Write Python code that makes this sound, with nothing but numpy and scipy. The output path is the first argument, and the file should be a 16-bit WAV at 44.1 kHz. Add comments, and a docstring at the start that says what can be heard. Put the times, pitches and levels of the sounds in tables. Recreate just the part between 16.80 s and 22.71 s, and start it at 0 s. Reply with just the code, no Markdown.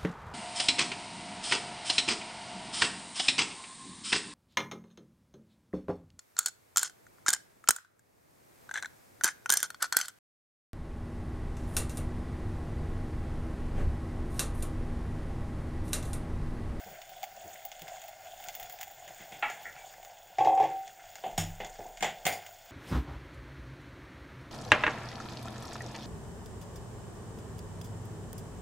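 """In a kitchen, leaves simmer in a clay pot close by: tiny bubbles burst in a steady fizz, with soft plops
and louder spits, coloured by the pot and the microphone. Across the room utensils knock, a metal ladle is
tapped, and a vessel is set down and rocks. The walls draw each blow out into a short tail of echoes.
Near the end a very deep rumble swells and dies away."""
import sys
import numpy as np
from scipy import signal
from scipy.fft import rfft, irfft
from scipy.io import wavfile
from scipy.ndimage import uniform_filter1d

SR = 44100
rng = np.random.default_rng(int(sys.argv[2]) if len(sys.argv) > 2 else 0)


def waveform_to_disk(signal):
    """Save audio, clipped to [-1, 1], as 16-bit WAV at the path in sys.argv[1]."""
    frames = np.transpose(np.atleast_2d(signal))
    scaled = np.clip(frames, -1, 1) * 32767
    samples = np.round(scaled).astype(np.int16)
    wavfile.write(sys.argv[1], SR, samples)


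N = 260631
T = np.arange(N) / SR  # time in seconds
TAIL_SAMPLES = int(0.5 * SR)  # length of one blow's ring
CLACK, THUD, BODY, TICK = range(4)  # the four pitch ranges of a blow


def undb(db):
    return 10 ** (np.asarray(db) / 20)


def unit(x):
    return x / np.sqrt(np.mean(x ** 2))


def peak(x):
    return x / np.abs(x).max()


def band(x, low_hz, high_hz):
    return signal.sosfilt(signal.butter(3, [low_hz, high_hz], "bandpass", fs=SR, output="sos"), x)


def fade(fade_s, size=TAIL_SAMPLES):
    """A smooth decay that drops 60 dB in fade_s seconds."""
    return np.exp(-np.log(1000) * T[:size] / fade_s)


def through(x, response):
    return signal.fftconvolve(x, response)[:N]


def add(out, start_s, sound):
    i = int(start_s * SR)
    out[i:i + len(sound)] += sound[:len(out) - i]


def tone_filter(db_at_hz, size=4096):
    """A filter with the given gain at each pitch; it rings only after a sound, never before."""
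    hz = np.maximum(np.arange(size // 2 + 1) * SR / size, 10)
    cepstrum = irfft(db_at_hz(hz) * np.log(10) / 20)
    cepstrum[1:size // 2] *= 2
    cepstrum[size // 2 + 1:] = 0
    return irfft(np.exp(rfft(cepstrum)))


def wander(steps_per_s):
    """A value that drifts smoothly from one random level to the next."""
    hold = int(SR / steps_per_s)
    steps = np.repeat(rng.standard_normal(N // hold + 1), hold)
    return 1.3 * uniform_filter1d(uniform_filter1d(steps, hold), hold)[:N]


def pot_and_microphone_db(hz):
    """The pot's resonance and the microphone together lift some pitches and weaken others."""
    # peaks and dips: pitch_hz, width_hz, gain_db
    bumps = [(56.3, 16, -29.5), (262, 28, -12.5), (747.6, 270, 15), (1260, 400, -7), (1434, 120, 1.5),
             (2100, 105, 7), (2770, 23, 2), (3447, 360, 5), (3940, 355, -6.5), (6917, 900, 12.5),
             (8190, 200, 8), (11100, 5070, -10), (15500, 620, 17)]
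    return sum(db / (1 + (2 * (hz - centre) / width) ** 2) for centre, width, db in bumps)


def fizz():
    """Bubbles of each size burst at random over a smooth hiss; all surge as the boil wavers."""
    # course of the simmer: time_s, level_db, murmur_boost_db, treble_boost_db
    simmer = [(0.0, -54.5, 5, 0), (0.45, -56.5, 4, 1), (1.42, -55, 4.5, 0.5), (1.75, -53, 2, 1),
              (2.05, -56.5, 1, 4), (2.25, -56, 1.5, 1), (2.76, -53.5, -2.5, -0.5), (3.33, -58, 0.5, -1),
              (5.9, -57, 3, 0)]
    # tone of the fizz: pitch_hz, gain_db
    spectrum = [(15, -11.5), (25, 1.5), (154, -14.5), (280, -21.5), (706, -10), (1150, -16), (1430, -7),
                (2090, -13.5), (2460, -14), (3410, -15), (4020, -17.5), (6920, -20), (10100, -21),
                (15200, -17), (16500, -48.5)]
    # borders between bubble sizes, large to small: pitch_hz
    edges = [15, 90, 500, 1150, 2600, 4100, 5900, 9000, 13000, 20000]
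    bubbles_per_s, spread_db = 500, 8.5  # for each size
    times, level_db, murmur_db, treble_db = np.transpose(simmer)
    pitch_hz, gain_db = np.transpose(spectrum)
    colour = tone_filter(lambda hz: np.interp(np.log(hz), np.log(pitch_hz), gain_db))
    bubbles, surge = 0, wander(12)
    for low_hz, high_hz in zip(edges, edges[1:]):
        strength = undb(spread_db * np.minimum(rng.exponential(size=N), 4.5))
        bursts = through((rng.random(N) < bubbles_per_s / SR) * strength, fade(0.0096, 600))
        flicker = undb(0.83 * surge + 1.57 * wander(22.223))
        loudness = (unit(bursts) + 2.35) * flicker  # the constant is the smooth hiss
        bubbles = bubbles + band(loudness * rng.standard_normal(N), low_hz, high_hz)
    sound = through(bubbles, colour)
    sound /= np.sqrt(np.mean(band(sound, 930, 8900) ** 2))
    murmur = band(sound, 494, 835) * (undb(np.interp(T, times, murmur_db)) - 1)
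    treble = band(sound, 11000, 16600) * (undb(np.interp(T, times, treble_db)) - 1)
    return (sound + murmur + treble) * undb(np.interp(T, times, level_db))


def plops():
    """Each big bubble makes a short, soft, falling low tone with a slosh."""
    # big bubbles: start_s, level_db, pitch_hz
    bubbles = [(0.052, -54, 221), (0.109, -58.5, 193), (0.641, -54.5, 97), (1.012, -55, 186),
               (2.272, -59.5, 200), (2.393, -59, 212), (2.51, -59.5, 217), (4.986, -50, 471)]
    out, t = np.zeros(N), T[:5000]
    swell = peak(t * np.exp(-t / 0.017))
    for start_s, level_db, pitch_hz in bubbles:
        tone = np.sin(2 * np.pi * pitch_hz * t * (1 - 2.73 * t))
        slosh = unit(band(rng.standard_normal(len(t)), 49, 640))
        add(out, start_s, undb(level_db) * swell * (tone + slosh))
    return out


def spits():
    """Each spit is a very short crack with a wet hiss after it; small ones come by chance."""
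    # louder spits and dry ticks at the pot: start_s, level_db, body_db, treble_db
    loud_spits = [(0.2174, -34.5, -62, -39), (0.2932, -46, -80, -38), (0.431, -28.5, -40, -36),
                  (0.440, -30.5, -60, -33), (0.7412, -40, -71, -39), (0.8515, -34.5, -49, -26),
                  (0.9173, -32.5, -50, -42), (1.0196, -31.5, -63, -34), (1.0799, -40, -64, -44),
                  (1.2391, -40, -55, -40), (1.282, -41.5, -50, -37), (1.5309, -58, -51.5, -43),
                  (1.6013, -41, -48, -44), (1.6402, -37, -67, -30), (1.6856, -27, -50, -38),
                  (1.7509, -35.5, -58, -27), (1.7984, -35.5, -51, -28), (1.8287, -37, -70, -38),
                  (1.8976, -39, -62, -34), (1.9245, -44, -77, -31), (1.9884, -37, -55, -47.5),
                  (2.0113, -34, -58, -33), (2.0308, -31, -83, -28), (2.0792, -42, -62, -37),
                  (3.0355, -53, -58, -56.5), (3.2495, -37, -67, -42), (4.0781, -37.5, -65, -57.5),
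                  (4.3555, -34.5, -56, -41), (4.8648, -40.5, -55, -46.5), (5.1726, -37, -59, -55.5),
                  (5.664, -38, -59, -41)]
    small_db, spread_db = (-44, -60, -50), (2.5, 5, 5)  # level, body, treble
    stir_s = (1.62, 2.12)  # extra small spits while the ladle turns
    starts = np.append(rng.uniform(0, T[-1], 16), rng.uniform(*stir_s, 14))
    small_spits = np.column_stack([starts, small_db + spread_db * rng.standard_normal((len(starts), 3))])
    crack, hiss = fade(0.0013, 3500), undb(-14) * fade(0.07, 3500)
    out = np.zeros(N)
    for start_s, level_db, body_db, treble_db in [*loud_spits, *small_spits]:
        burst = rng.standard_normal(3500) * (crack + hiss)
        parts = [(1160, 6600, level_db), (1270, 3980, level_db - 6.5),
                 (613, 808, body_db), (10740, 15500, treble_db)]
        add(out, start_s, sum(undb(db) * peak(band(burst, low, high)) for low, high, db in parts))
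    return out


def blow(part, crack_db=0.):
    """One pitch range of a blow: a crack, then the scattered echoes of the kitchen."""
    # ranges of clack, thud, body and tick: low_hz, high_hz
    ranges = [(1090, 3480), (126, 300), (360, 940), (4200, 12900)]
    # echo length in each range: fade_s
    echo_s = [0.3, 0.37, 0.4, 0.27]
    # echo strength in each range: level_db
    echo_db = [7, 19.5, -8, -2.5]
    loudness = undb(crack_db) * fade(0.013) + undb(echo_db[part]) * fade(echo_s[part])
    return peak(band(rng.standard_normal(len(loudness)) * loudness, *ranges[part]))


def ring(notes, scatter_db, rise_s):
    """A struck object rings its own notes, in a new mix each time; a softer touch swells more slowly."""
    chance = rng.standard_normal((len(notes), 3))
    sound, t = 0, T[:TAIL_SAMPLES]
    for (pitch_hz, level_db, fade_s), (scatter, detune, phase) in zip(notes, chance):
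        tone = np.sin(2 * np.pi * (pitch_hz * (1 + 0.0021 * detune) * t + phase))
        sound = sound + undb(level_db + scatter_db * scatter) * fade(fade_s) * tone
    return peak(sound * (1 - np.exp(-t / rise_s)) ** 2)


def knocks():
    """Utensils knock, each with its own note."""
    # knocks: start_s, clack_db, pitch_hz, thud_db, body_db, tick_db, flicker_db
    hits = [(2.278, -42, 1860, -72, -56, -43, -35), (2.403, -43, 2210, -57, -64, -60, -27),
            (2.521, -40, 2530, -45, -51, -44, -35), (2.699, -34, 1980, -57, -40, -39.5, -41),
            (4.438, -36, 3200, -53.5, -33.5, -78, -39), (4.459, -49, 3170, -45, -39, -52, -33),
            (4.578, -26.5, 3100, -27.5, -31, -19, -30), (4.802, -32.5, 2000, -45.5, -34, -47.5, -35),
            (4.988, -72, 2110, -69, -42.5, -74, -28), (5.054, -68, 2100, -55, -42, -73, -26),
            (5.207, -37, 1760, -42.5, -58, -43, 10), (5.225, -22, 1960, -37, -27.5, -28.5, 2),
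            (5.243, -46, 2095, -78, -27.5, -31, -1), (5.453, -27.5, 1840, -35, -36, -25.5, 5),
            (5.465, -19, 2270, -35, -27, -18.5, -4.5), (5.524, -59, 2180, -55, -40, -28, -40)]
    # notes of the counter boards that the thuds shake: pitch_hz, level_db, fade_s
    board_notes = [(94, 10, 0.53), (162.2, 8.5, 0.48), (177.6, 1.5, 0.25), (180, -2, 0.14)]
    mid, stereo_flicker = np.zeros(N), np.zeros(N)
    for start_s, clack_db, pitch_hz, thud_db, body_db, tick_db, flicker_db in hits:
        crack_db = 2.5 + 0.1 * (tick_db - thud_db - 17.5)  # brighter knocks crack harder
        clack = blow(CLACK, crack_db)
        clack += undb(-6.5) * peak(band(blow(CLACK), pitch_hz / 1.21, pitch_hz * 1.058))
        boards_db = -0.5 + max(2 * (thud_db + 28), -13)  # lighter thuds ring the boards less
        boards = undb(boards_db) * ring(board_notes, scatter_db=1.8, rise_s=0.002)
        thud = boards + undb(-1) * blow(THUD, crack_db=27.3)
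        plain_tick = blow(TICK, crack_db)
        metal_ring = rng.standard_normal(900) * fade(0.008, 900)  # this utensil's uneven treble
        tick = peak(through(plain_tick, metal_ring))
        body = blow(BODY, crack_db)
        add(mid, start_s, undb(clack_db) * clack + undb(thud_db) * thud + undb(body_db) * body)
        add(mid, start_s, undb(tick_db) * tick)
        # a brief stereo flicker, as from audio compression
        flicker = (undb(clack_db - 9) * blow(CLACK) + undb(body_db - 17) * blow(BODY)
                   + undb(thud_db - 8) * blow(THUD) + undb(tick_db) * blow(TICK))
        add(stereo_flicker, start_s, undb(flicker_db) * fade(0.11) * flicker)
    return mid, stereo_flicker


def ladle():
    """A tapped metal ladle rings briefly over a low thump; the kitchen's echoes roughen its notes."""
    # taps and the range that rings: start_s, level_db, low_hz, high_hz
    taps = [(2.625, -16.5, 600, 3130), (2.853, -32, 1440, 2140), (2.974, -47, 2220, 2650)]
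    # notes of the ladle: pitch_hz, level_db, fade_s
    notes = [(833, -4, 0.28), (990, -33, 0.27), (1390, -8, 0.32), (1700, -10, 0.37), (1924, -3, 0.1),
             (2290, -5, .3), (2250, -31, 0.22), (2630, -11.5, 0.2), (2630, -14, 0.25), (3210, -12, 0.19)]
    out = np.zeros(N)
    for start_s, level_db, low_hz, high_hz in taps:
        metal = ring(notes, scatter_db=2.5, rise_s=0.0003)
        room = rng.standard_normal(TAIL_SAMPLES) * fade(0.27)
        echoes = peak(through(metal * fade(0.021), room))[:TAIL_SAMPLES]
        tap = undb(-3.5) * metal + echoes + undb(-0.5) * blow(CLACK, crack_db=12)
        thump = blow(BODY, crack_db=5.7) + undb(-10) * blow(THUD, crack_db=26)
        add(out, start_s, undb(level_db) * peak(band(tap, low_hz, high_hz)))
        add(out, start_s, undb(level_db - 23.5) * peak(band(thump, 224, 690)))
    return out


def rocking_vessel():
    """Each touch on the counter rings the same notes, with a low knock and a dull clack."""
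    # touches as the vessel is set down and rocks: start_s, ring_db, knock_db
    touches = [(3.584, -19, -21), (3.606, -15, -42), (3.647, -17.5, -22), (3.672, -15, -40),
               (3.698, -19.5, -52), (3.726, -22, -42), (3.775, -21, -30), (3.8, -16.5, -26.5),
               (3.827, -22, -25.5), (3.839, -21.5, -34.5), (3.852, -18, -35)]
    # notes of the vessel: pitch_hz, level_db, fade_s
    notes = [(323, -25.5, 0.61), (428.8, -21.5, 0.41), (545, -20.5, 0.5), (727.2, -12, 0.47),
             (773.8, -1, 0.56), (850.7, -7.5, 0.33), (863, -23, 0.28), (896, -20, 0.35),
             (1113, -26.5, 0.35), (2056, -32.5, .3), (2600, -35.5, 0.51), (3280, -30.5, 0.11)]
    pressure = undb(-4.5) + fade(0.083)  # it rings most while it bears down
    out = np.zeros(N)
    for start_s, ring_db, knock_db in touches:
        ringing = ring(notes, scatter_db=1.4, rise_s=0.00074) * pressure
        ringing += undb(-8.5) * band(blow(BODY), 686, 970)
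        knock = band(blow(BODY), 280, 570) + undb(-21.5) * peak(band(blow(BODY) + blow(THUD), 50, 136))
        clack = (band(blow(CLACK), 1620, 2770) + undb(-5.5) * band(blow(CLACK), 3170, 4000)
                 + undb(-5) * band(blow(TICK), 3600, 7000))
        add(out, start_s, undb(ring_db) * ringing + undb(knock_db) * (knock + undb(-6.5) * clack))
    return out


def rumble(start_s=4.52, rise_s=0.04, hold_s=0.29, fade_s=2, level_db=-50):
    """A rumble at the bottom of hearing swells, holds and dies away."""
    t = T - start_s
    loudness = np.clip(t / rise_s, 0, 1) * undb(-60 * np.maximum(t - hold_s, 0) / fade_s)
    return unit(band(rng.standard_normal(N), 21.3, 36)) * undb(level_db) * loudness


def scene():
    """The pot's resonance and the microphone together colour the simmer and the knocks."""
    mid, stereo_flicker = knocks()
    colour = tone_filter(pot_and_microphone_db)
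    mid = through(mid + fizz() + spits() + plops(), colour) + rocking_vessel() + ladle() + rumble()
    stereo_flicker = through(stereo_flicker, colour)
    return np.array([mid + stereo_flicker, mid - stereo_flicker])


def record(dry):
    """A phone beside the pot cuts off the highest treble steeply."""
    cutoff_hz = 15780
    return signal.sosfilt(signal.ellip(10, .2, 50, cutoff_hz, fs=SR, output="sos"), dry)


dry = scene()
out = record(dry)
waveform_to_disk(out)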